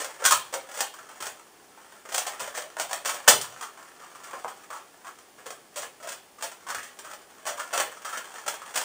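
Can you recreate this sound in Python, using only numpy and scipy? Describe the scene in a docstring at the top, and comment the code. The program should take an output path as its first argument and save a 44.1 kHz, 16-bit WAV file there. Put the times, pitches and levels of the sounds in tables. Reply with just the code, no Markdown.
"""A plastic puzzle cube is turned fast over a desk mat in a small room, slammed down, nudged, then scrambled.
Each turn is three bursts of tiny impacts (catch, clack, settle) ringing the resonances of hollow pieces.
Finger taps and random rattles ring the same body; rubbing layers and fingers are uneven noise through it.
The desk adds filtered-noise thuds and booms, the room adds changing echoes, and computer fans whir evenly.
A small microphone with two dips in its response, a soft overload and a narrowed range hears it all."""
import sys
import numpy as np
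from scipy import signal
from scipy.fft import rfft, irfft
from scipy.io import wavfile
from scipy.ndimage import uniform_filter1d

SR = 44100
rng = np.random.default_rng(int(sys.argv[2]) if len(sys.argv) > 2 else 0)


def to_wav(sig):
    """Store sig (one row per channel, or 1-D mono) as 16-bit WAV at the path in sys.argv[1].

    Samples outside -1..1 are clipped; the rate is SR.
    """
    pcm = np.clip(np.atleast_2d(sig), -1, 1) * 32767
    pcm = np.round(pcm).astype(np.int16)
    wavfile.write(sys.argv[1], SR, pcm.T)  # frames by channels


N = 389844
TIME = np.arange(N) / SR  # s
SIZE = 8192  # samples in a colour filter
HZ = np.maximum(np.fft.rfftfreq(SIZE, 1 / SR), 1)
TEN_MS = np.sqrt(SR / 100)  # turns unit energy into rms 1 over 10 ms

# how busily layers and fingers slide, before the sources' own gains: start_s, level_db
RUB_LEVELS = [(0.0, -43), (0.32, -51), (1.13, -52), (1.45, -58), (2.07, -56), (2.31, -41.5), (2.71, -56),
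              (3.25, -44), (3.94, -54), (4.28, -47.5), (5.37, -61), (6.45, -66), (6.62, -55), (7.44, -57),
              (7.68, -45), (8.39, -46.5), (8.72, -46.5), (8.84, -54)]


def from_db(db):
    """Decibels to an amplitude factor."""
    return 10 ** (np.asarray(db) / 20)


def unit_energy(x):
    """Scale a sound to total energy 1."""
    return x / np.sqrt(np.sum(x ** 2) + 1e-20)


def rms_one(x):
    """Scale a sound to rms 1."""
    return unit_energy(x) * np.sqrt(len(x))


def at_hz(points, hz):
    """Read a table on a log-frequency axis."""
    freqs, values = np.transpose(points)
    return np.interp(np.log(hz), np.log(freqs), values)


def bump(hz, width_hz):
    """Bell-shaped outline of one resonance, height 1."""
    return 1 / (1 + (2 * (HZ - hz) / width_hz) ** 2)


def response(curve_db):
    """Causal (minimum-phase) impulse response with the given colour."""
    cepstrum = irfft(np.log(from_db(curve_db)))
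    # fold the cepstrum forward in time
    cepstrum[1:SIZE // 2] *= 2
    cepstrum[SIZE // 2 + 1:] = 0
    return irfft(np.exp(rfft(cepstrum)))


def through(x, impulse_response):
    """Filter a sound, keeping its length."""
    return signal.oaconvolve(x, impulse_response)[:len(x)]


def grains(count, spread_db):
    """Dense tiny impacts of very uneven size."""
    size_db = spread_db * np.clip(rng.standard_normal(count), -2, 2)
    return rng.standard_normal(count) * from_db(size_db)


def add(out, s, sound):
    """Lay a sound into the track at s seconds."""
    start = max(int(s * SR), 0)
    out[start:start + len(sound)] += sound[:max(N - start, 0)]


def fans():
    """Computer fans and hiss: steady coloured noise, an even whir under everything."""
    # broad colour of the whir: pitch_hz, density_db (per Hz)
    whir_colour = [(30, -14), (90, -11.5), (200, -4), (400, 2.5), (620, -3), (780, 2), (1050, -6.5),
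                   (2100, -9), (4500, -11.5), (7500, -11.5), (10500, -9), (15000, -11.5)]
    level_db = -53.5
    whir = through(rng.standard_normal(N), response(at_hz(whir_colour, HZ)))
    return from_db(level_db) * rms_one(whir)


def echoes(late_db, late_t60, gap_s):
    """Dense echoes from desk, screen and walls with a faint longer tail, for one place of the cube."""
    # how long the room rings: pitch_hz, t60_s
    ring_times = [(150, 0.45), (500, 0.3), (1300, 0.18), (3500, 0.34), (8000, 0.1), (15000, 0.3)]
    age, tail = TIME[:SR // 2], 0
    edges = np.geomspace(60, 18000, 9)
    arrivals = grains(len(age), spread_db=5.0)
    onset = np.clip(age / gap_s - .5, 0, 1)  # the direct sound comes first
    late = from_db(late_db - 60 * age / late_t60)
    for low, high in zip(edges, edges[1:]):
        band_filter = signal.butter(2, [low, high], "band", fs=SR, output="sos")
        shifted = np.roll(arrivals, rng.integers(len(age)))
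        band = signal.sosfilt(band_filter, shifted)
        fade = from_db(-60 * age / at_hz(ring_times, np.sqrt(low * high))) + late
        tail = tail + unit_energy(band * fade * onset) * np.sqrt(high - low)
    # the echoes favour no broad band
    spectrum = rfft(tail, SR)
    broad_power = uniform_filter1d(np.abs(spectrum) ** 2, size=300)
    return unit_energy(irfft(spectrum / np.sqrt(broad_power + 1e-9))[:len(age)])


def room(x, direct_db, echo_db, count):
    """The cube keeps moving in the hands, so the echo pattern changes from place to place."""
    out = from_db(direct_db) * x
    for part in np.array_split(np.arange(N), count):
        pattern = echoes(late_db=-33.0, late_t60=0.91, gap_s=0.001)
        add(out, TIME[part[0]], from_db(echo_db) * signal.fftconvolve(x[part], pattern))
    return out


def desk(thud_t60, boom_hz, boom_width_hz, boom_t60):
    """The mat gives a short noisy thud; a low resonance of the desk top booms a little longer."""
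    # the cube meets the desk, levels ahead of the room: start_s, thud_db (over 10 ms), thud_hz, boom_db
    blows = [(3.279, -17.5, 310, -48), (3.317, -34, 375, -50), (4.336, -39, 416, -86),
             (4.446, -32.5, 426, -86)]
    # dull colour of a thud through the mat: multiple of thud_hz, density_db (per Hz)
    mat_colour = [(.1, -36), (.3, -22.5), (.6, -13), (1, 0), (1.6, -1.5), (3, -7.5), (9, -88)]
    out, age = np.zeros(N), TIME[:SR // 2]
    low_mode = response(20 * np.log10(bump(boom_hz, boom_width_hz)))
    for s, thud_db, thud_hz, boom_db in blows:
        push = rng.standard_normal(len(age)) * from_db(-60 * age / thud_t60)
        thud = TEN_MS * unit_energy(through(push, response(at_hz(mat_colour, HZ / thud_hz))))
        hum = rms_one(through(rng.standard_normal(len(age)), low_mode))
        boom = from_db(-60 * age / boom_t60) * hum
        add(out, s, from_db(thud_db) * thud + from_db(boom_db) * boom)
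    return out


def cube_colour(tick_db, vary_db, detune):
    """Each contact excites the resonances in its own way; hard edges add a sharp tick."""
    # broad colour of a contact on the plastic: pitch_hz, density_db (per Hz)
    plastic = [(40, -29.5), (130, -33.5), (220, -21.5), (380, -14), (520, -5), (650, -3), (1650, -3.5),
               (2200, -5.5), (4700, -7.5), (6500, -7), (8500, -2), (10500, -10.5), (15000, -8.5)]
    # resonances of the hollow pieces, before each contact's variation: pitch_hz, width_hz, strength_db
    hollows = [(610, 180, 1.5), (1076, 200, 3.5), (1332, 185, 4.5), (1768, 197, 4.5), (3214, 310, 4),
               (5840, 180, 6.5), (6760, 640, 4), (8880, 90, 1)]
    colour = at_hz(plastic, HZ)
    for hz, width_hz, db in hollows:
        strength_db = db + vary_db * rng.standard_normal()
        colour = colour + strength_db * bump(hz * (1 + detune * rng.standard_normal()), width_hz)
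    treble = at_hz([(1700, 0), (3800, 1)], HZ)  # full lift from 3800 Hz up
    return colour + tick_db * treble


def rubbing(gain_db, grit_db, tick_db, body_db):
    """Sliding plastic and fingers: a fine friction that catches and lets go, in the same hollow body."""
    catching_db = grit_db * rms_one(uniform_filter1d(rng.standard_normal(N), size=200))
    friction = grains(N, spread_db=2.5) * from_db(catching_db)
    colour = cube_colour(tick_db, 0, 0) + body_db * bump(hz=1100, width_hz=360)
    level_db = gain_db + np.interp(TIME, *np.transpose(RUB_LEVELS))
    return rms_one(through(friction, response(colour))) * from_db(level_db)


def contact(chatter_ms, first_touch, impacts_per_ms, scrape_db, swell):
    """A first touch, then separate rebounds over a fine scrape; a long chatter swells before it dies."""
    age_ms = 1000 * TIME[:SIZE // 2]
    rebounds = rng.random(len(age_ms)) < impacts_per_ms * age_ms[1]
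    impacts = rms_one(rebounds * grains(len(age_ms), spread_db=2.0))
    scrape = from_db(scrape_db) * rms_one(grains(len(age_ms), spread_db=5.0))
    rise = 1 - np.exp(-age_ms / (swell * chatter_ms))
    decay = np.exp(-age_ms / (2 * chatter_ms))
    force = unit_energy((impacts + scrape) * rise * decay)
    force[0] += first_touch / np.sqrt(chatter_ms)
    # the blow's energy is shared evenly over broad bands, so the plastic sets the colour
    spectrum = rfft(force, SIZE)
    broad_power = uniform_filter1d(np.abs(spectrum) ** 2, size=130)
    return irfft(spectrum / np.sqrt(broad_power))[:len(age_ms)]


def click(db, knock_hz, knock_db, tick_db, chatter_ms):
    """One contact rings the cube; the grip sets the pitch of its knock, and force brightens it."""
    plain_db, tick_db_per_db = -25, 0.24  # a contact harder than plain is brighter, a softer one duller
    knock_width = 0.54  # share of the knock's pitch
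    force = contact(max(chatter_ms, .5), first_touch=0.38, impacts_per_ms=1.4, scrape_db=-1.5, swell=0.1)
    colour = cube_colour(tick_db + tick_db_per_db * (db - plain_db), vary_db=1.0, detune=0.016)
    colour = colour + knock_db * bump(knock_hz, knock_width * knock_hz)
    return from_db(db) * TEN_MS * unit_energy(signal.fftconvolve(force, response(colour)))


def rattles(tick_db, pitch_spread, count):
    """Loose pieces tick at random, louder the more the hands work the cube."""
    per_s, over_rub_db, spread_db = 20, 0.6, 2.6
    middle_hz, knock_db, chatter_ms = 1080, 3.5, 2.2
    out, s = np.zeros(N), 0
    waits = rng.exponential(1, count)
    sizes, pitches = np.clip(rng.standard_normal((2, count)), -2, 2)
    for wait, size, pitch in zip(waits, sizes, pitches):
        s += wait / per_s
        if s < TIME[-1]:
            db = np.interp(s, *np.transpose(RUB_LEVELS)) + over_rub_db + spread_db * size
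            knock_hz = middle_hz * np.exp(pitch_spread * pitch)
            add(out, s, click(db, knock_hz, knock_db, tick_db, chatter_ms))
    return out


def taps(gain_db, knock_db):
    """A finger landing on the cube gives a single hollow knock, dull from the pad and sharp from the nail."""
    # fingers tap, nudge or regrip, levels before gain_db:
    # start_s, level_db (over 10 ms), knock_hz, tick_db, chatter_ms
    landings = [(0.199, -36.5, 478, -5, 7.2), (0.221, -31, 560, -12, 4.5), (0.689, -41, 546, -1, 3.3),
                (0.939, -40.5, 1200, 5, 3), (0.987, -40, 1400, -1, 5), (1.089, -41, 1030, -0.5, 9),
                (1.255, -33.5, 1440, 6, 4.6), (1.774, -47.5, 940, -7, 3), (2.052, -41, 523, -4, 3.8),
                (2.089, -36, 400, -2, 5.8), (2.476, -34, 547, -2, 4.4), (2.547, -29, 1800, 6, 18),
                (2.768, -32.5, 556, -9, 0.8), (2.91, -30, 760, -1, 5.2), (3.075, -26, 570, 3, 8.6),
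                (3.143, -31.5, 560, 1, 3.9), (3.238, -50, 450, -10, 2.9), (3.61, -34, 1140, 3.5, 4),
                (3.624, -30.5, 1240, -0.5, 7.3), (3.772, -42.5, 1070, -6, 8.4), (4.013, -42, 1230, -3, 14),
                (4.155, -42.5, 1150, 1, 5.5), (4.235, -39, 1270, 7, 8.5), (4.332, -32.5, 1000, -8.5, 4.4),
                (4.446, -31, 970, -16, 0.89), (4.479, -36, 1040, -0.5, 5), (4.703, -34, 1130, -4.5, 4.9),
                (4.725, -32.5, 1150, -3, 21), (5.046, -41.5, 1120, -1, 6), (5.067, -36, 1210, -2, 8.7),
                (5.187, -47, 1200, 9, 1.5), (5.38, -44, 393, -6, 17), (5.828, -33.5, 470, -3, 7.7),
                (6.385, -44, 1100, 2, 5.7), (6.667, -35, 1050, -3, 5.9), (6.783, -34, 1910, 1, 6.9),
                (6.828, -36, 1830, 7, 14), (6.989, -37.5, 388, 4.5, 3.5), (7.041, -35.5, 1330, 1, 20),
                (7.575, -34, 1050, 1, 6.9), (7.595, -27, 1330, -2, 6), (8.048, -29, 1300, 0.5, 7.6),
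                (8.088, -32.5, 1270, 0, 13), (8.126, -28, 1450, -2.5, 20), (8.173, -31, 400, 1, 3.4),
                (8.35, -39, 400, -3, 8), (8.618, -37.5, 1240, -1, 3), (8.812, -28.5, 1150, 4, 4.8)]
    out = np.zeros(N)
    for s, db, knock_hz, tick_db, chatter_ms in landings:
        add(out, s, click(db, knock_hz, knock_db, tick_db, chatter_ms))
    return from_db(gain_db) * out


def slam():
    """All the pieces crash together as the cube lands, rocks and comes to rest."""
    # graze, edge, face, rocking back, last rattle: after_ms, level_db (against slam_db), knock_db, tick_db
    steps = [(0, -20, 21, -4), (2.965, -2, 2.5, -6), (9.9, -.5, -3, 4), (41, -20.5, 10, -13),
             (138, -22, 14, 19)]
    slam_s, slam_db, knock_hz, chatter_ms = 3.2752, -4.5, 1420, 2.1
    out = np.zeros(N)
    for after_ms, db, knock_db, tick_db in steps:
        s = slam_s + after_ms / 1000
        add(out, s, click(slam_db + db, knock_hz, knock_db, tick_db, chatter_ms))
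    return out


def turns(gain_db):
    """Every turn has three beats: the corners catch, the layer clacks home, the pieces settle."""
    # each turned layer, clack level before gain_db, catch and settle levels against the clack:
    # clack_s, level_db (over 10 ms), knock_hz, knock_db, tick_db, chatter_ms,
    # catch_ms (before), catch_db, settle_ms (after), settle_db
    layers = [(0.018, -31, 463, 12.5, 0, 2.3, 17.5, 3, 26.3, 1.5),
              (0.2516, -14, 1490, 10.5, 5, 2.5, 10.9, -8.5, 8.7, 2.5),
              (0.3094, -12.5, 1150, 14.5, 4.5, 4.1, 1.44, -16, 12.2, -2),
              (0.5395, -24, 620, 17, -1, 1.6, 13, -6.5, 12, -20),
              (0.739, -31.5, 580, 8, 2, 16, 25.5, -7, 35, -0.5),
              (0.806, -19.5, 700, 7, 0.5, 1.8, 17, -10.5, 10, -16),
              (1.223, -30, 418, 7, 0, 5.8, 19.4, -2.5, 44.5, 0),
              (2.1425, -20.5, 686, 8, 2.5, 9, 22.7, -9.5, 36.4, 0.5),
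              (2.266, -27, 690, 8.5, 1, 4.7, 8, -21, 10.4, -5),
              (2.401, -28, 490, 8, -2, 7, 6, -4.5, 42, -7.5),
              (2.574, -27.5, 600, 12, -1.5, 4.7, 32, -12, 47, -7),
              (2.7976, -23, 716, 8, 0.5, 2.1, 14, -10, 12.8, -5),
              (2.931, -23.5, 630, 7, -0.5, 0.65, 37, -13.5, 8.6, -23),
              (3.057, -22.5, 600, 5.5, -1.5, 2.8, 9, -6.5, 36, -1),
              (5.462, -35.5, 455, 13, -0.5, 6.9, 3.6, -5, 42.4, 1.5),
              (5.767, -28, 564, 8, 4, 10.5, 7.9, -4.5, 54, -8.5),
              (6.025, -34.5, 560, 12, -2, 17, 24, -10.5, 48, 1),
              (6.089, -31.5, 530, 2, 2.5, 2.5, 19, -12, 31, -1),
              (6.424, -25.5, 540, 6, 0.5, 11, 16, -14, 92, -14.5),
              (6.702, -27.5, 1350, 7.5, -1, 3.7, 16.3, -3, 45, -0.5),
              (7.113, -39, 540, 2, -0.5, 2, 16, -3.5, 21, 0.5),
              (7.465, -24, 620, 6, -2, 9.9, 11.5, -10, 24.5, -7.5),
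              (7.734, -21.5, 620, 8, -5, 11.4, 5.8, -7.5, 10, -12),
              (7.7763, -21, 607, 5.5, -5, 3.1, 8, -11, 23, 2),
              (8.479, -22.5, 684, 6, -2, 3.5, 16.8, -8.5, 62, -12.5),
              (8.757, -21.5, 590, 1, -0.5, 4.1, 16.7, -10, 17.3, -0.5)]
    catch_pitch = 0.92  # share of the clack's pitch
    catch_chatter_ms, catch_tick_db = 6, -0.5
    settle_chatter_ms, settle_tick_db = 2.95, 0.5
    out = np.zeros(N)
    for s, db, knock_hz, knock_db, tick_db, chatter_ms, catch_ms, catch_db, settle_ms, settle_db in layers:
        catch = click(db + catch_db, catch_pitch * knock_hz, knock_db, tick_db + catch_tick_db, catch_chatter_ms)
        clack = click(db, knock_hz, knock_db, tick_db, chatter_ms)
        settle = click(db + settle_db, knock_hz, knock_db, tick_db + settle_tick_db, settle_chatter_ms)
        add(out, s - catch_ms / 1000, catch)
        add(out, s, clack)
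        add(out, s + settle_ms / 1000, settle)
    return from_db(gain_db) * out


def scene():
    """Cube and desk sound in the room, over the fans."""
    cube = turns(gain_db=0.22) + taps(gain_db=0.47, knock_db=10.0) + slam()
    cube = cube + rattles(tick_db=0.5, pitch_spread=0.38, count=200)
    cube = cube + rubbing(gain_db=-1.1, grit_db=6.5, tick_db=-6.5, body_db=2.0)
    knocks = desk(thud_t60=0.06, boom_hz=126, boom_width_hz=38, boom_t60=0.47)
    return (room(cube + knocks, direct_db=-2.5, echo_db=-1.5, count=110) + fans())[None]


def record(dry):
    """The small microphone has two dips, overloads on the hardest blow and cuts the deep bass and the top."""
    # dips in the microphone's response: pitch_hz, width_hz, depth_db
    dips = [(3930, 270, -5.5), (12090, 1530, -26.5)]
    overload, bass_cut_hz, top_cut_hz = 1, 30, 15500  # overload is the highest amplitude it can pass
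    colour = sum(db * bump(hz, width_hz) for hz, width_hz, db in dips)
    coloured = through(dry[0], response(colour))
    limited = coloured / (1 + (coloured / overload) ** 12) ** (1 / 12)
    bass_cut = signal.butter(1, bass_cut_hz, "high", fs=SR, output="sos")
    top_cut = signal.ellip(10, .2, 80, top_cut_hz, fs=SR, output="sos")
    thinned = signal.sosfilt(bass_cut, limited)
    return signal.sosfilt(top_cut, thinned)[None]


dry = scene()
out = record(dry)
to_wav(out)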